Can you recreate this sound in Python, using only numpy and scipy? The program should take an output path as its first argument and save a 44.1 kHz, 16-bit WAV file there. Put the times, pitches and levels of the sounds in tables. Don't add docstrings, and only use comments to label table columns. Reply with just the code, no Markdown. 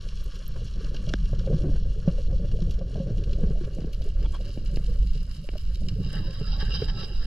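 import sys
import numpy as np
from scipy import signal
from scipy.fft import rfft, irfft, next_fast_len
from scipy.io import wavfile
from scipy.ndimage import uniform_filter1d

SR = 44100
rng = np.random.default_rng(int(sys.argv[2]) if len(sys.argv) > 2 else 0)


def boost_factor(decibels):
    exponent = np.asarray(decibels, float) / 20
    return 10 ** exponent


def to_wav(sig):
    pcm = np.clip(np.atleast_2d(sig), -1, 1) * 32767
    pcm = np.round(pcm).astype(np.int16)
    wavfile.write(sys.argv[1], SR, pcm.T)


N = 320148


def rms_one(x):
    return x / np.sqrt(np.mean(x ** 2) + 1e-20)


def in_time(rows):
    s, *columns = np.transpose(rows)
    return [np.interp(np.arange(N) / SR, s, c) for c in columns]


def coloured(x, spectrum):
    hz, gain_db = np.transpose(spectrum)
    grid_hz = np.maximum(np.arange(N // 2 + 1) * SR / N, 1)
    curve_db = np.interp(np.log(grid_hz), np.log(hz), gain_db, left=-120, right=-120)
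    return irfft(rfft(x) * boost_factor(curve_db), N)


def drift(rate):
    r = np.exp(-80 * np.pi * rate / SR)
    noise = rng.standard_normal(N // 40 + 2002)
    slow = signal.lfilter([1], [1, -2 * r, r * r], noise)[2000:]
    return np.interp(np.arange(N) / 40, np.arange(len(slow)), rms_one(slow))


def grains(per_s, spread_db, most=5):
    size = boost_factor(spread_db * np.minimum(rng.exponential(1, N), most))
    signed = size * rng.choice([-1, 1], N)
    return rms_one(signed * (rng.random(N) < per_s / SR))


def band(x, low_hz, high_hz):
    return signal.sosfilt(signal.butter(2, [low_hz, high_hz], "band", fs=SR, output="sos"), x)


def add(out, s, burst):
    i = round(s * SR)
    out[i:i + len(burst)] += burst[:N - i]


def own_hiss():
    return boost_factor(-80.0) * band(rng.standard_normal((2, N)), 9100, 14300)


def puffs(per_s, spread_db, most):
    blur = np.hanning(SR // 200)
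    envelope = np.convolve(np.abs(grains(per_s, spread_db, most)), blur, "same")
    return rms_one(envelope * rng.standard_normal(N))


# (time [s], level [dB], treble level [dB])
REEF_LEVELS = [(0.0, -37, -40), (0.95, -35.5, -41.5), (2.85, -40.5, -47), (4.39, -38.5, -44.5),
               (7.26, -42, -49)]


def reef():
    level_db, treble_db = in_time(REEF_LEVELS)
    waves_db = 1.3 * drift(7.4)
    crackle = np.array([rng.standard_normal(N) + 0.095 * grains(400, 1.0) for mic in range(3)])

    low = band(crackle, 590, 1710) * boost_factor(level_db + waves_db + 2.37 * drift(25))

    middle = band(crackle + 0.43 * puffs(60, 4.9, most=2.9), 2730, 7850)
    middle *= boost_factor(level_db - 4.5 + waves_db + 1.46 * drift(45.0))

    bright = crackle + 0.12 * grains(45, 14.0, most=3.1) + 0.53 * puffs(30, 3.4, most=2.1)
    treble = band(bright, 6160, 10840) * boost_factor(treble_db + waves_db + 2.8 * drift(16.0))

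    pricks = band(grains(30, 6.1, most=2.5), 10500, 15000) * boost_factor(treble_db - 10.5)
    return low + middle + treble + pricks


def pockets(per_s, cycles):
    clicks = grains(per_s, 4.0, most=3.0)
    dealt = rng.integers(0, 12, N)
    out = 0
    for k, hz in enumerate(np.geomspace(240, 700, 12)):
        r, w = boost_factor(-60 * hz / (cycles * SR)), 2 * np.pi * hz / SR
        struck = clicks * (dealt == k) + 1e-18
        out = out + np.sqrt(hz) * signal.lfilter([0, np.sin(w)], [1, -2 * r * np.cos(w), r * r], struck)
    return rms_one(out)


# (frequency [Hz], gain [dB])
SURGE_SPECTRUM = [(2.9, -22), (5.0, -2), (28, -1.5), (47, -4.5), (90, -21), (120, -42), (200, -120)]
EDDY_SPECTRUM = [(70, -6), (95, 4.5), (150, 1.5), (190, -1), (235, -15.5), (330, -25)]
GURGLE_SPECTRUM = [(200, -11), (270, -4), (420, 2), (570, 1), (680, -11.5), (800, -17), (950, -84),
                   (1400, -42)]
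# (time [s], level [dB])
SURGE_LEVELS = [(0, -27), (.4, -32.5), (.6, -28), (1.3, -26), (1.55, -22.5), (1.9, -20.5), (2.09, -28),
                (2.3, -19), (2.47, -23.5), (2.66, -19.5), (2.85, -29), (3.5, -20), (3.88, -29.5),
                (4.18, -20.5), (4.52, -32), (5.05, -20), (5.42, -31), (5.75, -24), (6.2, -30), (6.6, -24.5),
                (6.84, -26), (7.03, -33), (7.25, -25)]
# (time [s], eddy level [dB], gurgle level [dB])
CHURN_LEVELS = [(0, -47, -57.5), (0.42, -44, -56), (0.56, -41.5, -56), (1.05, -36, -49),
                (1.22, -33.5, -53.5), (1.4, -32.5, -47), (1.52, -34.5, -46.5), (1.6, -33.5, -43),
                (1.67, -29, -42), (1.76, -32, -44.5), (1.95, -38.5, -47.5), (2.5, -35, -45.5),
                (2.8, -37, -43.5), (3.04, -33, -44), (3.6, -38, -46), (4.0, -44, -49), (4.6, -41, -50),
                (5.0, -39.5, -56.5), (5.4, -40, -55.5), (5.75, -42, -54), (5.95, -29, -49.5),
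                (6.15, -31, -47.5), (6.35, -40.5, -53), (6.85, -34.5, -49.5), (7.26, -43, -49.5)]


def flow():
    surge_db, = in_time(SURGE_LEVELS)
    eddy_db, gurgle_db = in_time(CHURN_LEVELS)
    lumps = drift(10.5)

    surge = rms_one(coloured(rng.standard_normal(N), SURGE_SPECTRUM))

    eddy = coloured(rng.standard_normal(N), EDDY_SPECTRUM)
    eddy = rms_one(eddy * boost_factor(2.56 * lumps + 1.3 * drift(12.0)))

    wash = rms_one(band(rng.standard_normal(N), 120, 1320))
    wash = wash + 1.03 * pockets(120 * boost_factor(2.5 * lumps), cycles=31.0)
    gurgle = rms_one(coloured(wash, GURGLE_SPECTRUM) * boost_factor(3.02 * lumps))
    return boost_factor(surge_db) * surge + boost_factor(eddy_db) * eddy + boost_factor(gurgle_db) * gurgle


# (time [s], level [dB], treble gain [dB])
SNAP_EVENTS = [(0.257, -35, 15), (0.354, -22, -1), (0.678, -26, -2), (0.943, -17, -7), (0.962, -17.5, -13),
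               (1.0886, -13.5, -29), (1.253, -21.5, -2), (2.513, -25, -1), (2.619, -21.5, -24),
               (2.709, -22, 6), (2.966, -28, -2), (3.178, -25.5, 1), (3.236, -21, -3), (3.329, -19, -5),
               (3.646, -24.5, -6), (3.93, -23, 4), (4.017, -22, -5), (4.225, -24, -7), (4.657, -24.5, -14),
               (4.761, -36, 9), (5.227, -39.5, 14), (5.437, -32, 1), (5.576, -27, 3), (5.752, -32, 0),
               (5.8833, -16.5, -11)]


def snaps():
    out, t = np.zeros(N), np.arange(SR // 50) / SR
    envelope = np.exp(-t / 0.004) * (1 - np.exp(-t / 0.003))
    bursts = rng.standard_normal((len(SNAP_EVENTS), len(t))) * envelope
    for (s, level_db, treble_db), puff in zip(SNAP_EVENTS, bursts):
        body = band(puff, 2300, 7600) + boost_factor(-1.5) * band(puff, 1080, 1880)
        treble = boost_factor(treble_db) * band(puff, 6000, 15000)
        add(out, s, boost_factor(level_db) * (body + treble))
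    return out


# (time [s], level [dB])
TICK_EVENTS = [(0.2415, -29), (0.3628, -40), (0.48, -19)]


def ticks():
    tick_hz, decay_s = 12900, 0.00026
    out, t = np.zeros(N), np.arange(SR // 200) / SR
    ring = np.sin(2 * np.pi * tick_hz * t) * np.exp(-t / decay_s)
    for s, level_db in TICK_EVENTS:
        add(out, s, boost_factor(level_db) * ring)
    return band(out, 11300, 16500)


# (time [s], length [s], click level [dB], slip rate [1/s], squeak re click [dB])
CREAK_EVENTS = [(4.239, 0.03, -5.5, 460, -9), (4.33, 0.039, -3, 560, -14)]
# (frequency [Hz], level [dB])
SQUEAK_RINGS = [(1500, -16), (2370, -6.5), (3290, 1.5)]


def creaks():
    clicks, thin = np.zeros(N), np.zeros(N)
    for s, length_s, level_db, per_s, squeak_db in CREAK_EVENTS:
        at = np.arange(0, length_s, 1 / per_s)
        jitter_s, uneven_db = rng.normal(0, [[.0002], [4]], (2, 64))[:, :len(at)]
        where = ((s + at + jitter_s) * SR).astype(int)
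        arch = np.sin(np.pi * (at + 0.0037) / (length_s + 0.0064))
        clicks[where] = boost_factor(level_db + uneven_db) * arch
        thin[where] = clicks[where] * boost_factor(squeak_db)
    creak = band(band(clicks, 450, 1380), 520, 1420)
    squeak = np.zeros(N)
    for hz, ring_db in SQUEAK_RINGS:
        squeak += boost_factor(ring_db) * band(band(thin, hz - 150, hz + 150), hz - 150, hz + 150)
    return creak, squeak


# (start [s], hold [s], level [dB], low bands re middle [dB], top band re middle [dB])
STROKE_EVENTS = [(6.136, 0.053, -32.5, 6, 2), (6.471, 0.093, -36, 4.5, 5.5), (6.599, 0.026, -29.5, 2, 2.5),
                 (6.705, 0.017, -28, 2, 1), (6.737, 0.017, -29.5, 8, 8), (6.788, 0.06, -40, 9.5, 11),
                 (6.887, 0.01, -36, 10.5, 7), (6.981, 0.051, -29, 5.5, 6)]


def strokes():
    drag_from_s, drag_db, drag_onset_db_per_s = 6.04, -41, 304
    drag_low_db, drag_top_db = 5.5, 3
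    rise_db_per_s, fall_db_per_s = 696, 445
    t = np.arange(N) / SR
    level_db = drag_db - drag_onset_db_per_s * np.maximum(drag_from_s - t, 0)
    colour_db = np.outer([drag_low_db, drag_top_db], np.ones(N))
    for s, hold_s, peak_db, *stroke_colour_db in STROKE_EVENTS:
        rise_db = rise_db_per_s * np.maximum(s - t, 0)
        fall_db = fall_db_per_s * np.maximum(t - s - hold_s, 0)
        stroke_db = peak_db - rise_db - fall_db
        colour_db = np.where(stroke_db > level_db, np.array(stroke_colour_db)[:, None], colour_db)
        level_db = np.maximum(level_db, stroke_db)
    return level_db, *uniform_filter1d(colour_db, size=SR // 50)


def rub():
    level_db, low_db, top_db = strokes()
    grit = np.array([0.37 * rng.standard_normal(N) + grains(1500, 1.6) for mic in range(3)])
    grit *= boost_factor(2.0 * drift(22))
    edges_hz = [650, 1000, 1240, 1450, 2100, 3450, 4400, 13000]
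    out = 0
    for low_hz, high_hz in zip(edges_hz, edges_hz[1:]):
        if high_hz < 2500:
            swell_db = low_db + 3.0 * drift(10.5)
        else:
            swell_db = 1.08 * drift(11.5) + top_db * (low_hz - 2100) / 2300
        out = out + boost_factor(swell_db) * band(grit, low_hz, high_hz)
    return boost_factor(level_db) * out


def whines():
    level_db = strokes()[0] - 25
    tones = np.zeros(N)
    for hz in (1090, 1325):
        cycles = np.cumsum(hz * (1 + 0.031 * drift(5.0))) / SR
        tones += np.sin(2 * np.pi * cycles) * boost_factor(5.9 * np.minimum(drift(7.0), 1.5))
    return boost_factor(level_db) * tones


# (time [s], level [dB], decay time constant [ms])
TAP_EVENTS = [(1.1385, -14, 4.7), (2.0755, -27, 3), (3.784, -23.5, 9.2), (3.8182, -27.5, 10),
              (3.844, -24.5, 10), (4.5734, -23.5, 7.7), (4.7707, -16.5, 2.7), (5.4886, -14.5, 1.4),
              (5.535, -22, 1.8)]


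def taps():
    start_hz, end_hz, sweep_s, rise_s = 743, 145, 0.0023, 0.0018
    body, contact, t = np.zeros(N), np.zeros(N), np.arange(SR // 20) / SR
    cycles = end_hz * t + (start_hz - end_hz) * sweep_s * (1 - np.exp(-t / sweep_s))
    ring = np.sin(2 * np.pi * cycles) * (1 - np.exp(-(t / rise_s) ** 2))
    noise = rng.standard_normal((len(TAP_EVENTS), len(t)))
    for (s, level_db, decay_ms), puff in zip(TAP_EVENTS, noise):
        add(body, s, boost_factor(level_db) * ring * np.exp(-1000 * t / decay_ms))
        add(contact, s, boost_factor(level_db - 8.0) * puff * np.exp(-t / 0.0021))
    return body, band(contact, 1070, 2800)


# (frequency [Hz], level [dB], time to fall 60 dB [s])
CRACK_RINGS = [(600, -20.5, 0.012), (1580, -14.5, 0.0079), (3500, -15.5, 0.0048), (5340, -19.5, 0.0041),
               (6500, -37, 0.0083)]


def crack():
    crack_s, rise_s = 1.1376, 0.00027
    out, ring, t = np.zeros(N), 0, np.arange(SR // 20) / SR
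    for hz, level_db, t60_s in CRACK_RINGS:
        ring = ring + boost_factor(level_db) * np.sin(2 * np.pi * hz * t) * boost_factor(-60 * t / t60_s)
    add(out, crack_s, ring * (1 - np.exp(-t / rise_s)))
    return out


# (time [s], level [dB], ring [Hz], decay time constant, held to 1.5-20 [ms], thud re ring [dB])
KNOCK_EVENTS = [(0.559, -14.5, 452, 1.84, -7), (0.942, -19, 404, 1.9, -7), (1.073, -28, 567, 5.8, 14.5),
                (1.33, -19, 535, 4.2, 3.5), (1.473, -16, 522, 6.2, 0), (1.498, -40, 326, 5, 17),
                (1.527, -16.5, 484, 4.6, 9.5), (1.541, -34.5, 378, 5, 27.5), (1.559, -31.5, 365, 7, 16),
                (1.637, -22, 356, 17, 7), (1.651, -22, 254, 11, -4), (1.664, -24, 358, 13, 12),
                (1.686, -20, 292, 9.3, 4), (1.712, -29, 540, 7, 0), (1.757, -18, 460, 2.6, -7),
                (2.076, -12.5, 546, 6, 12.5), (2.181, -24.5, 537, 8.6, -13), (2.326, -26.5, 520, 12, 10.5),
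                (2.535, -32.5, 430, 23, 19), (2.619, -27.5, 350, 8.8, 15.5), (2.812, -22, 528, 7.3, -20),
                (2.956, -21.5, 615, 4.5, 7.5), (3, -25, 538, 17.4, 15), (3.104, -30.5, 427, 8.6, 18.5),
                (3.412, -22, 484, 6.5, -3), (3.433, -16, 433, 5.2, 8.5), (3.504, -21.5, 396, 4.8, 9.5),
                (3.609, -21, 352, 8, -3), (3.636, -23, 460, 2.9, 4), (3.837, -28, 330, 5.5, 5),
                (3.877, -31, 477, 4.1, 5), (4.054, -30.5, 403, 17.4, -2), (4.404, -30.5, 600, 5.1, 7.5),
                (5.554, -22, 595, 4.5, -10), (5.959, -34.5, 430, 13, -15), (6.41, -23.5, 424, 7, 11),
                (6.625, -26, 428, 5.7, 0), (6.819, -11.5, 423, 5.6, -4)]


def knocks():
    centre_hz, spread = 144, 0.24
    body, contact, t = np.zeros(N), np.zeros(N), np.arange(SR // 8) / SR
    hurried = t + 0.28 * 0.0011 * (1 - np.exp(-t / 0.0034))
    rise = 1 - np.exp(-t / 0.0055)
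    noise = rng.standard_normal((len(KNOCK_EVENTS), len(t)))
    for (s, level_db, ring_hz, decay_ms, thud_db), puff in zip(KNOCK_EVENTS, noise):
        thud_hz = centre_hz * (1 + spread * np.tanh(puff[-1]))
        ring = np.sin(2 * np.pi * ring_hz * hurried) * np.exp(-1000 * t / np.clip(decay_ms, 1.5, 20))
        thud = np.sin(2 * np.pi * thud_hz * hurried) * np.exp(-t / 0.0075) * boost_factor(thud_db)
        add(body, s, boost_factor(level_db) * rise * (ring + thud))
        add(contact, s, boost_factor(level_db - 11.5) * puff * np.exp(-t / 0.014))
    return body + boost_factor(5.0) * band(contact, 210, 525), band(contact, 890, 1680)


# (frequency [Hz], width [Hz], single mic [dB], left [dB], right [dB],
# phase lead of right [rad], extra when touched [dB])
CASE_MODES = [(837, 107, -63, -18, -17, 5, 17.5), (1134, 114, -7.5, -8.5, -16, -4.5, 5),
              (1350, 236, -10, -8.5, -3.5, 1.55, 1.5), (1650, 226, -6.5, -4.5, -3, 0.45, 3),
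              (2307, 225, -8, -3.5, -5, -1, -6.5), (2829, 121, 3, 6.5, 7, 0.9, 11.5),
              (3144, 184, -1.5, 3, -12, 0.5, 10), (3416, 120, -2, -4.5, -1, 3.5, -16),
              (3875, 240, -4.5, -0.5, -1.5, 0.84, 5), (4367, 480, -3.5, -4.5, -0.5, 1.57, -0.5),
              (4962, 264, -6, -3, 5.5, 1.66, 5), (5454, 395, -4.5, -5, 0.5, 2, -39),
              (7095, 470, -21, -18, -10.5, 0.9, -41), (10000, 11600, -46.5, -39.5, -17, 3.5, -28),
              (10460, 12000, -34, -16.5, -34.5, 3.5, -21)]


def case(x, apart, touched=False):
    size = next_fast_len(N + 4096)
    hz = np.arange(size // 2 + 1) * SR / size
    ports = np.zeros((3, len(hz)), complex)
    sharpness = 1 + .5 * touched
    for k, (mode_hz, width_hz, *level_db, lead_rad, touch_db) in enumerate(CASE_MODES):
        peak = 1j * hz * width_hz / (mode_hz ** 2 - hz ** 2 + 1j * hz * width_hz)
        lead = np.exp(1j * lead_rad * np.array([0, 0, 1]))
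        gains = boost_factor(np.array(level_db) + touched * touch_db) * lead
        ports += (-1) ** k * peak ** sharpness * gains[:, None]
    share = np.clip(apart, 0, 1)
    shaken = [x[0], *(np.sqrt(1 - share) * x[0] + np.sqrt(share) * x[1:])]
    return irfft(rfft(shaken, size) * ports, size)[:, :N]


# (time [s], share of the pair [0-1])
PAIR_SHARE = [(3.0, 0), (3.6, .25), (5, .6), (7.26, 1)]


def scene():
    pair, = in_time(PAIR_SHARE)
    thuds, contact = knocks()
    tapped, tap_contact = taps()
    creak, squeak = creaks()

    heard = case(reef() + snaps() + creak + contact + tap_contact, apart=0.54)
    single, *ports = heard + case(rub(), apart=0.37, touched=True)

    water = flow() + thuds + tapped + whines() + crack()
    water = water + boost_factor(-14.0) * band(creak, 490, 970) + squeak
    right_water = boost_factor(2.0) * signal.lfilter([.2], [1, -.8], water)

    stereo = ports + np.array([water, right_water])
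    out = (1 - pair) * (single + water) + pair * stereo + own_hiss()
    out[1] += ticks()
    ends = np.minimum(np.arange(N) / 400, np.arange(N, 0, -1) / 150)
    return out * np.clip(ends, 0, 1)


def band_limit(x):
    return signal.sosfilt(signal.butter(12, 16500, fs=SR, output="sos"), x)


def record(dry):
    top_cut = signal.cheby2(10, 50, 15900, fs=SR, output="sos")
    mix = signal.sosfilt(top_cut, dry)
    return band_limit(mix)


dry = scene()
out = record(dry)
to_wav(out)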